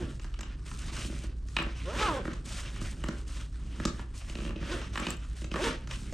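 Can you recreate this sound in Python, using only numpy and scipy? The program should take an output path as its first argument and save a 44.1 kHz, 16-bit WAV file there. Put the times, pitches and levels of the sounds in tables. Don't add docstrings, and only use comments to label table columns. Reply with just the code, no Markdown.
import sys
import numpy as np
from scipy import signal
from scipy.io import wavfile

SR = 44100
rng = np.random.default_rng(int(sys.argv[2]) if len(sys.argv) > 2 else 0)


def to_wav(s):
    ch = np.atleast_2d(s).T
    pcm = np.round(np.clip(ch, -1, 1) * 32767)
    wavfile.write(sys.argv[1], SR, pcm.astype(np.int16))


N = 270685


def from_db(db):
    return 10 ** (np.asarray(db) / 20)


def rms_one(x):
    return x / np.sqrt(np.mean(x ** 2) + 1e-20)


def in_time(rows, t):
    times, *columns = np.transpose(rows)
    return [np.interp(t, times, column) for column in columns]


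def at_hz(points, hz):
    freqs, values = np.transpose(points)
    return np.interp(np.log(hz), np.log(freqs), values)


def around(rows):
    return np.arange(max(0, round(rows[0][0] * SR) - 1500), min(N, round(rows[-1][0] * SR) + 1500))


def drift(rate_hz):
    r = np.exp(-40 * np.pi * rate_hz / SR)
    slow = signal.lfilter([1], [1, -2 * r, r * r], rng.standard_normal(N // 20 + 2002))[2000:]
    return np.interp(np.arange(N) / 20, np.arange(len(slow)), rms_one(slow))


def keep_band(x, order, hz, kind):
    return signal.sosfilt(signal.butter(order, hz, kind, fs=SR, output="sos"), x)


def resonate(x, peaks):
    out = 0
    for k, (hz, width, db) in enumerate(peaks):
        r = np.exp(-np.pi * width / SR)
        feed = np.array([1, 0, -1]) * (1 - r * r) / 2
        feedback = [1, -2 * r * np.cos(2 * np.pi * hz / SR), r * r]
        out = out + (-1) ** k * from_db(db) * signal.lfilter(feed, feedback, x + 1e-18)
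    return out


def ring(knocks, notes):
    out = 0
    for k, (hz, db, ring_s) in enumerate(notes):
        r, w = from_db(-60 / (ring_s * SR)), 2 * np.pi * hz / SR
        note = signal.lfilter([0, from_db(db) * np.sin(w)], [1, -2 * r * np.cos(w), r * r], knocks + 1e-18)
        out = out + (-1) ** k * note
    return out


def flickering_noise(spectrum, flicker_db, rate_hz, grain_db=0.0, grains_per_s=1000):
    # f/Hz, likeness (1 = the same)
    likeness = [(100, .99), (250, .97), (1500, .93), (4000, .96), (8000, .95), (9800, .9), (11500, .4),
                (14000, .2)]
    low_hz, top_hz = spectrum[0][0], min(spectrum[-1][0], 16000)
    edges = low_hz * 2 ** np.arange(0, np.log2(top_hz / low_hz), 1 / 3)
    snagged = rng.random(N) < grains_per_s / SR
    snags = snagged * from_db(grain_db * np.minimum(rng.exponential(1, N), 4))
    noise = rng.standard_normal((2, 2, N)) * (1 + signal.lfilter([1], [1, -.97], snags))
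    out, together = 0, drift(rate_hz)
    for k, (low, high) in enumerate(zip(edges, edges[1:])):
        mid, side = keep_band(noise[k % 2], 2, [low, high], "band")
        hz = np.sqrt(low * high)
        alike = at_hz(likeness, hz)
        gain = from_db(at_hz(spectrum, hz) + flicker_db * (together + 0.65 * drift(rate_hz)))
        out = out + gain * (np.sqrt(1 + alike) * mid + np.sqrt(1 - alike) * side * [[1], [-1]])
    return rms_one(out)


def slider():
    # t/s, teeth per second, rasp level/dB, whine level/dB, step per overtone/dB
    strokes = [
        [(0.0, 367, -38, -50, -8), (0.062, 322, -48, -59.5, -18), (0.14, 136, -51.5, -72, -5)],
        [(1.82, 131, -54, -56, -7), (1.88, 181, -58, -46.5, 2.5), (1.934, 250, -34.5, -45.5, 0.5),
         (1.974, 367, -29, -49, 1), (2.0, 420, -26.5, -41.5, -1), (2.034, 434, -26.5, -32.5, -0.5),
         (2.054, 430, -29, -37.5, 2.5), (2.09, 343, -31, -33, 1.5), (2.14, 282, -32.5, -42, -1.5),
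         (2.182, 256, -35.5, -39, 1), (2.22, 170, -58, -45, -5)],
        [(4.6, 159, -50, -58, -3), (4.66, 195, -39, -56, -5), (4.732, 365, -32, -47, -10),
         (4.78, 288, -35, -53, -8), (4.836, 197, -46, -58, -6), (4.88, 200, -52, -74, -5)],
        [(5.56, 150, -36, -31, 1), (5.582, 255, -36, -50, 2), (5.598, 274, -34, -39.5, -1),
         (5.635, 383, -25.5, -40.5, -12.5), (5.645, 490, -22.5, -39, -7), (5.671, 443, -23.5, -31, -4),
         (5.695, 480, -28, -46, -1), (5.723, 260, -40, -54, -10), (5.77, 390, -74, -60, -4)],
    ]
    tone_levels = [-1.5, 0, 0, -6, -16, -10, -25, -22]
    # f/Hz, level/dB
    whine_colour = [(150, -1), (250, -7.5), (345, 3), (450, -3.5), (560, 3.5), (750, -9.5), (940, -0.5),
                    (1150, 1.5), (1380, 0.5), (1750, -3), (2200, -16), (2800, 1), (3700, -20)]
    # f/Hz, width/Hz, level/dB
    bag_body = [(168, 46, 4.5), (308, 143, 4.5), (573, 86, 2.5), (905, 29, 2.5), (1335, 400, 0),
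                (1810, 500, -1), (2850, 1760, -7.5), (3520, 320, -3.5), (6500, 4000, -22)]
    rasp, whine, drag = np.zeros(N), np.zeros(N), np.zeros((2, N))
    wobble, noise, strength = drift(150), rng.standard_normal(N), rng.standard_normal(N)
    waver_db = [2.5 * drift(40) for _ in tone_levels]
    for rows in strokes:
        i = around(rows)
        t = i / SR
        tooth_hz, rasp_db, whine_db, step_db = in_time(rows, t)
        teeth_passed = np.cumsum(tooth_hz * (1 + 7 / tooth_hz * wobble[i])) / SR
        new_tooth = np.diff(np.floor(teeth_passed), prepend=0)
        bumps = new_tooth * from_db(2 * strength[i]) * np.sqrt(SR / tooth_hz)
        scrape = 3.08 * noise[i] * np.exp(-3 * (teeth_passed % 1))
        fade = np.clip(np.minimum(t - rows[0][0], rows[-1][0] - t) / .02 + .5, 0, 1)
        rasp[i] += fade * from_db(rasp_db - 7.5) * (0.3 * bumps + 0.69 * scrape)
        for k, db in enumerate(tone_levels):
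            colour_db = at_hz(whine_colour, (k + 1) * tooth_hz)
            gain = from_db(whine_db + db + step_db * k + colour_db + waver_db[k][i] - step_db)
            whine[i] += fade * np.sqrt(2) * gain * np.sin(2 * np.pi * (k + 1) * teeth_passed + k * k)
        hiss_db = rasp_db - 22 + 3.5 * np.log2(tooth_hz / 400)
        drag[:, i] += fade * from_db([hiss_db, rasp_db - 10.5])
    return resonate(rasp, bag_body) / np.std(resonate(noise, bag_body)), whine, drag


def hands(drag):
    # start/s, end/s, rubbing level/dB, creasing level/dB, change from start to end/dB
    touches = [(0.0, 0.182, -70, -71, 10), (0.214, 0.288, -57, -56, -19), (0.38, 0.557, -73, -59, 3.5),
               (0.656, 0.779, -52, -54.5, -1), (0.785, 0.91, -53.5, -50, 1.5),
               (0.921, 1.083, -48.5, -49.5, 4.5), (1.096, 1.266, -53.5, -48.5, -2),
               (1.463, 1.566, -63.5, -73, 5.5), (1.562, 1.753, -62, -46, -9.5),
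               (1.752, 1.918, -60.5, -52, 4), (2.24, 2.399, -62, -51.5, -2.5),
               (2.451, 2.628, -48.5, -50.5, 4), (2.632, 2.797, -58, -53.5, 4),
               (2.808, 2.946, -49, -46.5, -3.5), (2.96, 3.236, -61.5, -56.5, 1),
               (3.269, 3.391, -55, -54.5, 3), (3.401, 3.484, -57, -50.5, -6.5),
               (3.585, 3.852, -68.5, -62, 12), (3.86, 4.035, -62, -57, 1.5), (4.141, 4.198, -55.5, -62, 9),
               (4.207, 4.29, -60, -57.5, 1), (4.281, 4.5, -57.5, -57.5, 2), (4.558, 4.932, -70, -58.5, 5),
               (4.932, 5.15, -55, -48.5, 2.5), (5.18, 5.359, -64.5, -57.5, 0),
               (5.36, 5.465, -53.5, -55.5, -2.5), (5.511, 5.63, -60, -48, -2.5),
               (5.68, 5.828, -64, -41, -15), (5.882, 5.961, -61.5, -56, 15.5),
               (5.978, 6.153, -52.5, -55, -7.5)]
    # f/Hz, level/dB
    rub_colour = [(1200, -20), (2200, -7), (3300, -2), (5000, -1), (7000, 0), (9000, -1), (11500, -9),
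                  (15500, -20)]
    # f/Hz, level/dB
    crease_colour = [(500, -0.5), (800, -10.5), (1050, -4), (1500, -1), (2000, -5), (2900, -3), (4200, -13),
                     (7000, -11.5)]
    land_s, lift_s = .015, .04
    gain = drag.copy()
    for start, end, rub_db, crease_db, change_db in touches:
        rows = [(start, rub_db, crease_db), (end, rub_db + change_db, crease_db + change_db)]
        i = around(rows)
        contact = np.clip(np.minimum((i / SR - start) / land_s, (end - i / SR) / lift_s) + .5, 0, 1)
        gain[:, i] += contact * from_db(in_time(rows, i / SR))
    settle = np.exp(-1 / (0.044 * SR))
    gain = np.maximum(gain, 0.42 * signal.lfilter([1 - settle], [1, -settle], gain))
    rub = flickering_noise(rub_colour, flicker_db=1.24, rate_hz=60, grain_db=3, grains_per_s=78)
    crease = flickering_noise(crease_colour, flicker_db=3, rate_hz=9.6, grain_db=.5, grains_per_s=130)
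    return gain[0] * rub + gain[1] * crease


def bending_panels():
    # t/s, level/dB
    folds = [(0.0, -30.5), (0.24, -53.5), (0.53, -50), (1.08, -42), (1.42, -51), (1.61, -52.5),
             (2.1, -41.5), (2.39, -46.5), (3.04, -44), (3.57, -51), (3.79, -40.5), (4.25, -51.5),
             (4.6, -42), (4.79, -44), (5.4, -51), (5.61, -49), (5.81, -45.5), (6.14, -43.5)]
    # f/Hz, level/dB
    colour = [(41, -47), (70, 5.5), (113, 7), (146, 3.5), (333, -4.5), (408, -13), (792, -28.5), (900, -21),
              (1170, -74), (1980, -120)]
    gain = from_db(in_time(folds, np.arange(N) / SR)[0])
    return gain * flickering_noise(colour, flicker_db=1.5, rate_hz=15)


def room_tone():
    # f/Hz, width/Hz, level/dB
    rumble_peaks = [(26.6, 3.3, 8.5), (43.3, 11.2, 11), (52.2, 13.3, 2.5), (88.5, 11.5, -5.5),
                    (159, 15.2, -11.5)]
    # f/Hz, level/dB
    air_colour = [(150, -51), (260, -2), (450, -32), (800, -20), (1300, -11.5), (2000, -19.5),
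                  (5000, -22.5), (9000, -25), (15000, -47)]
    hum_db = -40.5 + 1.8 * drift(1.23)
    hum_hz = 58.4 + 1.08 * drift(2.56)
    hum = np.sqrt(2) * from_db(hum_db) * np.sin(2 * np.pi * np.cumsum(hum_hz) / SR)
    low_noise = resonate(rng.standard_normal((2, N)), rumble_peaks)
    mid, side = resonate(low_noise, [(58.5, 122, 0)])
    rumble = rms_one(mid + from_db(-26) * side * [[1], [-1]])
    air = flickering_noise(air_colour, flicker_db=3.5, rate_hz=7.1)
    return hum + from_db(-39.5) * rumble + from_db(-61.5) * air


def clicks():
    # t/s, clack level/dB, then crack/dB, tick/dB, thud/dB added to it
    snaps = [(0.196, -47, 0, 1, -4), (0.244, -39, -11, -7, -12), (0.34, -45, 0, -4, -17),
             (0.39, -39, -25, -2, -9), (0.408, -38.5, -8, 0, -10), (0.431, -42, -1, -2, -8),
             (0.661, -49, -11, -12, -13), (0.714, -41.5, -7, -4, -17), (0.987, -50, -8, -12, 4),
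             (1.047, -47, 10, -10, 5), (1.098, -46, -15, -15, 4), (1.126, -51.5, -15, -15, 6.5),
             (1.239, -45, -14, -2, 2.5), (1.485, -50, -22, 4, -24), (1.566, -21, 2, -37, -20),
             (1.587, -27, -3, -30, -11.5), (1.599, -32, -29, -33, -3.5), (1.62, -30, -24, -30, -11),
             (1.664, -40.5, -18, -23, 0.5), (2.253, -33.5, -20, -18, -3), (2.278, -36, -33, -25, 3.5),
             (2.314, -41.5, -24, -18, -11), (2.333, -38, -9, -3, -20), (2.459, -62, -13, 6, -16),
             (2.761, -39.5, -21, -13, -29), (2.814, -43, -23, -4, 2.5), (3.038, -31, -13, -19, -6),
             (3.085, -31.5, -14, -4, -0.5), (3.799, -33.5, -29, -28, -2.5), (3.852, -28.5, -32, 8.5, 1),
             (3.994, -35.5, -30, -32, -11), (4.297, -48.5, 5, 6, 3), (4.353, -41.5, 2.5, -2, 2),
             (4.56, -51.5, 10, -20, 13), (4.627, -39.5, -15, -22, -0.5), (4.815, -37.5, -3, -11, -10),
             (4.937, -65, -5, -2, -21), (4.956, -26, -9.5, -38, -20), (4.975, -23.5, -9, -38, -20),
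             (4.996, -31.5, -26, -13, -7), (5.019, -37, -15, -11, 0.5), (5.067, -29, 1.5, -7, -7),
             (5.084, -34.5, -29, -6, 0), (5.104, -40, -15, 1, -4), (5.417, -47.5, 0, 0, 5),
             (5.443, -44, 1.5, 4, 1.5), (5.515, -38, 0.5, -9, 0), (5.54, -28, -12, -23, -8),
             (5.558, -25.5, -11, -29, -36), (5.873, -42, -9, 0.5, -7), (5.91, -39, 6.5, 3, -15),
             (6.125, -44, -5, 3, 10)]
    # f/Hz, width/Hz, level/dB
    clack_peaks = [(1010, 640, 2), (1315, 456, 5), (1784, 415, -2)]
    # f/Hz, width/Hz, level/dB
    crack_peaks = [(2640, 590, -1), (3430, 860, 0.5), (3550, 470, 0.5)]
    # f/Hz, width/Hz, level/dB
    tick_peaks = [(4050, 4200, -6.5), (6230, 1330, -0.5), (7180, 690, -2.5), (8800, 2400, -25)]
    # f/Hz, level/dB, ring time/s
    thud_notes = [(152, 0, 0.082), (215.4, 3.5, 0.075), (324, 5, 0.067), (364.4, 5, 0.03),
                  (583.5, 3.5, 0.026)]
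    rows = snaps + creeping_teeth()
    hits, pushes = np.zeros((3, N)), np.zeros(N)
    length = 4000
    t = np.arange(length) / SR
    bursts = rng.standard_normal((len(rows), 3, length))
    bursts[:, :, 8] = 3.5
    rise_s, fade_s = .00012, np.array([[.03], [.022], [.025]])
    shape = (1 - np.exp(-t / rise_s)) * from_db(-60 * t / fade_s)
    shape += from_db(-24.5 - 60 * t / 0.54) * (1 - t / t[-1])
    for (start, db, crack_db, tick_db, thud_db), burst in zip(rows, bursts):
        i = round(start * SR)
        gains = from_db(db + np.array([[0], [crack_db], [tick_db]]))
        hits[:, i:i + length] += (gains * burst * shape)[:, :N - i]
        pushes[i] += from_db(db + thud_db)
    clack = from_db(13.5) * resonate(hits[0], clack_peaks)
    crack = from_db(17) * resonate(hits[1], crack_peaks)
    tick = from_db(9) * resonate(hits[2], tick_peaks)
    pushes = np.convolve(pushes, np.hanning(70) / 25)[:N]
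    return keep_band(clack + crack + tick, 2, 850, "high") + ring(pushes, thud_notes)


def pull_tab():
    # t/s, relative level/dB
    jingles = [(0.41, -45.5), (1.624, -48), (3.039, -47.5), (3.0844, -50), (4.9535, -67), (4.966, -52),
               (4.9794, -51), (4.998, -42), (5.1035, -32), (5.1134, -49), (5.166, -53)]
    # f/Hz, level/dB, ring time/s
    tab_notes = [(7300, -1, .008), (7900, -1, .007), (11900, -9, .008), (13600, -12, .007)]
    knocks = np.zeros(N)
    for (start, db), (gap, softer) in zip(jingles, rng.random((len(jingles), 2))):
        knocks[round(start * SR)] += from_db(db + 1)
        knocks[round((start + .001 + .002 * gap) * SR)] += from_db(db + 12 - 3 * softer)
    return ring(knocks, tab_notes)


def creeping_teeth():
    start_s, gap_s, count = 4.3705, .0163, 10
    tooth = np.arange(count)
    late, harder = rng.standard_normal((count, 2)).T
    times = start_s + (gap_s - .00014 * tooth) * tooth + .001 * late
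    clack_db = -49 + 1.1 * tooth + 1.5 * harder
    crack_db, tick_db, thud_db = 4 - tooth, -2 - tooth, 7 - tooth
    return list(zip(times, clack_db, crack_db, tick_db, thud_db))


def garage_echo(x):
    echo_s, wall_cut_hz = .33, 6500
    for lag in (61, 113, 197):
        taps = np.zeros(lag + 1)
        taps[[0, -1]] = 1, -.6
        x = signal.lfilter(taps[::-1], taps, x + 1e-18)
    out = np.zeros((2, N))
    dull = np.exp(-2 * np.pi * wall_cut_hz / SR)
    for k, lag in enumerate((rng.uniform(.009, .032, 12) * SR).astype(int)):
        loop, state = x.copy(), [0.]
        gain = from_db(-60 * lag / SR / echo_s)
        for i in range(lag, N, lag):
            back, state = signal.lfilter([gain * (1 - dull)], [1, -dull], loop[i - lag:i], zi=state)
            loop[i:i + lag] += back[:N - i]
        out[k % 2] += (loop - x) * (-1) ** (k // 2)
    return out


def scene():
    rasp, whine, drag = slider()
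    zipper = rasp + clicks()
    tones = whine + pull_tab()
    echo = garage_echo(keep_band(zipper + from_db(-8) * tones, 1, 200, "high"))
    shared = echo.mean(axis=0)
    apart = keep_band(echo - shared, 1, 900, "high")
    fabric = hands(drag) + bending_panels()
    bag = zipper + tones + from_db(-8.5) * shared + from_db(-11.5) * apart + fabric
    return bag * from_db([[-.6], [.6]]) + room_tone()


def record(dry):
    soften_hz, cutoff_hz = 9000, 15600
    main = signal.sosfilt(signal.cheby1(4, 1, soften_hz, fs=SR, output="sos"), dry)
    top = keep_band(dry, 2, [11000, 13300], "band")
    low = keep_band(main, 1, 4000, "low")
    out = low * from_db([[-.35], [.35]])
    out += (main - low) * from_db([[1.5], [-1.5]])
    out += top * from_db([[-8], [-13]])
    return signal.sosfilt(signal.cheby2(12, 70, cutoff_hz, fs=SR, output="sos"), out)


dry = scene()
out = record(dry)
to_wav(out)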